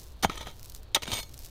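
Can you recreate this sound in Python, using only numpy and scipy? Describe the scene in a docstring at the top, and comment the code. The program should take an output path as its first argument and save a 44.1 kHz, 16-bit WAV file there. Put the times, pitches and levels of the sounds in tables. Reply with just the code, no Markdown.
"""A sharp crunch of gravel, close by: a mattock (a heavy digging tool) chops twice into a hard roadside.
Each time the blade crushes in, thuds to a stop in packed earth and is levered out, so stones grind and
knock against the steel. The buried blade rings only briefly; it rings longer as it comes free at the end.
Thrown grit patters down after each blow, and light wind rumbles on the microphone."""
import sys
import numpy as np
from scipy import signal
from scipy.fft import rfft, irfft, next_fast_len
from scipy.io import wavfile
from scipy.ndimage import map_coordinates

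SR = 44100
rng = np.random.default_rng(int(sys.argv[2]) if len(sys.argv) > 2 else 0)


def waveform_to_disk(signal):
    """Save audio, clipped to [-1, 1], as 16-bit WAV at the path in sys.argv[1]."""
    frames = np.transpose(np.atleast_2d(signal))
    scaled = np.clip(frames, -1, 1) * 32767
    samples = np.round(scaled).astype(np.int16)
    wavfile.write(sys.argv[1], SR, samples)


N = 66150

# Levels are relative. A fade_s is the time a sound takes to die away by 60 dB.
# The blade cutting in: start_s, hold_s, gravel_db, head_db, blade_db
BITES = [(0.2254, 0.025, -34, -34, -34.5), (0.9462, 0.0029, -22, -27.5, -19),
         (0.954, 0.0082, -32, -25, -78)]
# The blade packing the earth: start_s, hold_s, level_db
PACKS = [(.231, 0.018, -30), (0.2453, 0.0023, -19.5), (0.253, 0.0023, -32), (.958, 0.0127, -29)]
# The ground taking the weight: start_s, pitch_hz, level_db, fade_s
THUDS = [(.2468, 832, -3.5, 0.012), (.2472, 632, -15.5, 0.029), (.2478, 176, -18, 0.045),
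         (.2515, 80.5, -21.5, 0.075), (.292, 160, -26.5, 0.031), (1.083, 217, -29, .04),
         (1.129, 95, -25, 0.082)]
# The steel edge glancing off a stone: start_s, pitch_hz, level_db, fade_s
CLINKS = [(.2366, 11900, -13.5, 0.003), (.2976, 1317, -26, 0.04), (.9472, 3700, -6.5, 0.014)]
# Grinding as the blade is levered out, one list for each pull: time_s, level_db
PULLS = [
    [(.262, -75), (.285, -51), (.325, -45), (.348, -52), (.39, -46.5), (.412, -41), (.432, -45),
     (.448, -55.5), (.48, -45), (.53, -59.5), (.56, -94)],
    [(.972, -43), (1.005, -71), (1.03, -38), (1.064, -58), (1.076, -36), (1.104, -41), (1.13, -37),
     (1.16, -41), (1.2, -36.5), (1.218, -72), (1.27, -61)],
]
# The tone of each pull: head_db, blade_db, treble_lift_db
PULL_TONES = [(-3.5, -10, -1), (-12, -5.5, 3)]
# Stones knocking on the blade: start_s, level_db, clunk_db, rough_pitch_hz
KNOCKS = [(0.2965, -37.5, -27.5, 2980), (0.316, -44, -35, 2490), (0.355, -43, -42.5, 9260),
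          (0.377, -39, -50, 7860), (.413, -47.5, -51, 3500), (0.46, -52, -43, 2960),
          (0.4701, -42.5, -32, 2960), (1.021, -36, -40, 4160), (1.0325, -34.5, -38, 3580),
          (1.055, -42.5, -39.5, 4870), (1.077, -37, -34, 3620), (1.1172, -28.5, -34.5, 4220),
          (1.132, -30, -32, 4600), (1.14, -31, -51, 3900), (1.169, -32.5, -45, 4100), (1.2, -39, -39, 4040),
          (1.229, -37, -72, 3700)]
# Single bits of grit landing nearby: start_s, level_db
GRIT_TICKS = [(.5955, -38), (.630, -36), (.6505, -38), (.6585, -38), (.6975, -38), (.6992, -32),
              (.7212, -35), (.7487, -27), (.7635, -39), (.832, -41), (1.294, -42.5), (1.342, -35.5),
              (1.378, -35), (1.391, -33), (1.445, -40)]
# The shower of fine grit: time_s, level_db
GRIT_SHOWER = [(0, -50), (.1, -63), (.19, -68.5), (.5, -59.5), (.6, -61.5), (.655, -54), (.72, -63),
               (.77, -53.5), (.81, -66), (.9, -75), (1.26, -65), (1.35, -58), (1.42, -56), (1.45, -47.5),
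               (1.5, -61)]
# Notes of the tool's head on its handle, when nothing muffles it: pitch_hz, level_db, fade_s
HEAD_NOTES = [(582, -8, 0.09), (900, 2, 0.063), (1246, 1, 0.08), (1850, -2.5, 0.032), (2124, -10.5, 0.11),
              (2420, -33, 0.12), (3070, -4, 0.062), (3138, 0, 0.093), (3320, -5.5, 0.059),
              (3270, -4, 0.037), (3930, -1.5, 0.089), (4720, -7.5, 0.016), (5955, 0.5, 0.037)]
# Notes of the free steel blade: pitch_hz, level_db, fade_s
BLADE_NOTES = [(2238, -2, .16), (3587, 1, .15), (4278, -3, .16), (4936, -7, .1), (5955, -7, .1),
               (6500, -2, .3), (6761, -6, .15), (8263, -4, .24), (8870, -3, .08), (9920, -10, .12),
               (11690, -14, .16), (12120, -8, .16), (13080, -13, .2), (13750, -12, .14), (14820, -13, .15)]
# The bright tone of crushed gravel: pitch_hz, level_db
CRUNCH_TONE = [(100, -10), (400, -2), (1000, -2.5), (2200, -1), (3800, 7), (6000, -1), (10000, -25),
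               (14500, -46), (16000, -11)]
# The rough tone of gravel rubbing on steel: pitch_hz, level_db
GRIND_TONE = [(80, 7), (250, 2.5), (500, 5), (900, 2), (1600, -5.5), (2700, -0.5), (3700, 3), (5000, -8.5),
              (7500, -10), (10000, -33), (14500, -54), (16000, -61)]
# The dull tone of packed earth: pitch_hz, level_db
EARTH_TONE = [(50, -2), (180, -1.5), (450, -2), (800, -0.5), (1400, -4.5), (2400, -6), (5000, -26),
              (16000, -69)]
# The thin, high tone of falling grit: pitch_hz, level_db
GRIT_TONE = [(300, -24), (2200, -8.5), (5500, 2), (8500, -2.5), (11000, -3.5), (14500, -1.5), (16500, -1.5)]
# Wind rumble and outdoor hush: pitch_hz, level_db
WIND_TONE = [(12, 0.5), (30, 1.5), (60, -0.5), (110, -9), (200, -23), (450, -23), (1000, -30),
             (2200, -39.5), (3300, -35.5), (4300, -34), (5500, -49), (10000, -62), (16000, -65)]

FREE_AT_S, FREEING_S, FREE_BOOST_DB = 1.124, 0.0073, 6  # the blade leaves the earth
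BURIED_FADE_SCALE = 0.15  # share of its ringing time that the buried blade keeps
CRUSH_SPREAD_DB, LOOSE_SPREAD_DB = 2, 4  # how much crushed and loose grains vary in strength


def chops():
    """The blade crushes gravel, rings briefly and is stopped by the earth."""
    bites = sum(amp(levels_db)[:, None] * burst(start_s, hold_s, fade_s=0.024, attack_s=0.0006)
                for start_s, hold_s, *levels_db in BITES)
    gravel_gain, head_gain, blade_gain = bites
    crunch = colour(gravel_gain * grains(14000, CRUSH_SPREAD_DB), CRUNCH_TONE)
    crush = grains(12000, CRUSH_SPREAD_DB)
    head = ring(head_gain * crush, HEAD_NOTES, fade_scale=0.7)
    blade = ring(blade_gain * crush, BLADE_NOTES, BURIED_FADE_SCALE)
    packing = sum(amp(db) * burst(start_s, hold_s, fade_s=0.015) for start_s, hold_s, db in PACKS)
    earth = colour(packing * grains(12000, CRUSH_SPREAD_DB), EARTH_TONE)
    thuds = pings(THUDS, attack_s=0.00084)
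    clinks = pings(CLINKS, attack_s=0.00068)
    return crunch + head + blade + earth + thuds + clinks


def levering():
    """Gravel grinds along the steel as it is pulled out; once free, the blade rings on."""
    out = np.zeros(N)
    free = (1 + np.tanh((clock() - FREE_AT_S) / FREEING_S)) / 2  # 0 buried, 1 free
    for points, (head_db, blade_db, lift_db) in zip(PULLS, PULL_TONES):
        rub = level(points) * slips() * grains(3000, LOOSE_SPREAD_DB)
        grind = colour(rub, GRIND_TONE, lift_db)
        blade = ring(rub * (1 - free), BLADE_NOTES, BURIED_FADE_SCALE)
        blade += amp(FREE_BOOST_DB) * ring(rub * free, BLADE_NOTES)
        out += grind + amp(head_db) * ring(rub, HEAD_NOTES) + amp(blade_db) * blade
    return out


def slips(changes_per_s=130, spread_db=3.5):
    """Gravel catches and slips, so the grinding flickers in loudness."""
    steps = np.clip(rng.standard_normal(int(N * changes_per_s / SR) + 4), -2, 2)
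    flicker = map_coordinates(steps, [clock() * changes_per_s])  # glide from step to step
    return unit(amp(spread_db * flicker))


def knocks():
    """Larger stones slip and knock against the steel, each with a short clack of its own."""
    hits, clunks, clacks = np.zeros((3, N))
    for start_s, level_db, clunk_db, rough_pitch_hz in KNOCKS:
        shape = burst(start_s, hold_s=0.0012, fade_s=0.024, attack_s=0.00017)
        hit = amp(level_db) * shape * grains(9700, CRUSH_SPREAD_DB)
        pitches_hz = rough_pitch_hz * np.exp(0.2 * rng.uniform(-2.05, 1.5, size=6))
        clacks += ring(hit, [(hz, 0, 0.028) for hz in pitches_hz])  # six equally strong, short notes
        hits += hit
        clunks += amp(clunk_db) * shape
    crunch = amp(-11) * colour(hits, CRUNCH_TONE)
    head = amp(-4) * ring(hits, HEAD_NOTES, fade_scale=0.6)
    blade = amp(-8) * ring(hits, BLADE_NOTES, BURIED_FADE_SCALE)
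    earth = colour(clunks * grains(6000, LOOSE_SPREAD_DB), EARTH_TONE)
    return crunch + amp(-5) * clacks + head + blade + earth


def grit():
    """Thrown grit lands in a fine shower with single sharp ticks."""
    ticks = np.zeros(N)
    for start_s, level_db in GRIT_TICKS:
        snap = burst(start_s, hold_s=0.0002, fade_s=0.0025, attack_s=0.00005)
        tail = amp(-17) * burst(start_s, hold_s=0, fade_s=0.03)
        ticks += amp(level_db) * (snap + tail)
    coarse = grains(400, LOOSE_SPREAD_DB)
    fine = amp(-5) * grains(6000, LOOSE_SPREAD_DB)
    shower = level(GRIT_SHOWER) * (coarse + fine)
    return colour(ticks * rng.standard_normal(N) + shower, GRIT_TONE)


def ground_echo(sound):
    """The ground scatters back a weak, short echo."""
    echo_shape = burst(start_s=0.005, hold_s=0, fade_s=0.095)
    return amp(-21) * through(sound, rng.standard_normal(N) * echo_shape)


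def wind():
    """Light wind rumbles on the microphone over a far outdoor hush."""
    return amp(-45.5) * unit(colour(rng.standard_normal(N), WIND_TONE))


def grains(per_s, spread_db):
    """Tiny clicks of uneven strength at random moments, like small stones touching."""
    sizes = amp(spread_db * np.clip(rng.standard_normal(N), -2, 2))
    signs = rng.choice([-1, 1], N)
    touching = rng.random(N) < per_s / SR
    return unit(sizes * signs * touching)


def ring(push, notes, fade_scale=1):
    """An object rings at its own notes, as strongly as it is pushed; fade_scale below 1 shortens them."""
    out = np.zeros(N)
    for pitch_hz, level_db, fade_s in notes:
        decay = np.exp(-np.log(1000) / (fade_s * fade_scale * SR))
        feedback = [1, -2 * decay * np.cos(2 * np.pi * pitch_hz / SR), decay * decay]
        out += amp(level_db) * unit(signal.lfilter([1, 0, -1], feedback, push))
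    return unit(out) * np.sqrt(np.mean(push ** 2))


def pings(rows, attack_s):
    """One fading pure tone for each row."""
    out = np.zeros(N)
    for start_s, pitch_hz, level_db, fade_s in rows:
        tone = np.sin(2 * np.pi * pitch_hz * (clock() - start_s))
        out += amp(level_db) * burst(start_s, 0, fade_s, attack_s) * tone
    return out


def burst(start_s, hold_s, fade_s, attack_s=0.00086):
    """A loudness shape that rises quickly, holds, then dies away."""
    age_s = np.maximum(clock() - start_s, 0)
    rise = 1 - np.exp(-age_s / attack_s)
    return rise * amp(-60 * np.maximum(age_s - hold_s, 0) / fade_s)


def level(points):
    """A loudness shape that joins the points and is silent outside them."""
    time_s, level_db = np.transpose(points)
    return amp(np.interp(clock(), time_s, level_db, left=-120, right=-120))


def colour(sound, tone, lift_db=0, size=8192):
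    """Shape a sound's lows and highs with a tone table; lift_db turns the treble up or down."""
    pitch_hz, level_db = np.transpose(tone)
    hz = np.fft.rfftfreq(size, 1 / SR)
    curve_db = np.interp(np.log(hz + 1), np.log(pitch_hz), level_db)
    curve_db += lift_db * hz ** 2 / (hz ** 2 + 3500 ** 2)
    # Build the filter so that nothing sounds ahead of a hit (minimum phase).
    cepstrum = irfft(np.log(amp(curve_db)))
    cepstrum[1:size // 2] *= 2
    cepstrum[size // 2 + 1:] = 0
    return through(sound, irfft(np.exp(rfft(cepstrum))))


def through(sound, response):
    """Filter a sound, given the filter's response to one click (scaled to energy 1)."""
    return signal.fftconvolve(sound, response / np.linalg.norm(response))[:N]


def amp(db):
    """Turn decibels into a number to multiply by."""
    return 10 ** (np.asarray(db) / 20)


def unit(sound):
    """Scale to an average strength (rms) of 1."""
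    return sound / np.sqrt(np.mean(sound ** 2) + 1e-20)


def clock():
    """The time of every sample, in seconds."""
    return np.arange(N) / SR


def scene():
    """The digging, its faint echo and the wind, in one channel."""
    digging = chops() + levering() + knocks() + grit()
    return (digging + ground_echo(digging) + wind())[None]


def record(dry):
    """The very highest treble falls away steeply to nothing."""
    roll_off_hz, top_hz = 15200, 16600
    size = next_fast_len(N + SR // 2)
    hz = np.fft.rfftfreq(size, 1 / SR)
    gain = np.clip((top_hz - hz) / (top_hz - roll_off_hz), 0, 1) ** 2
    return irfft(rfft(dry, size) * gain, size)[..., :N]


dry = scene()
out = record(dry)
waveform_to_disk(out)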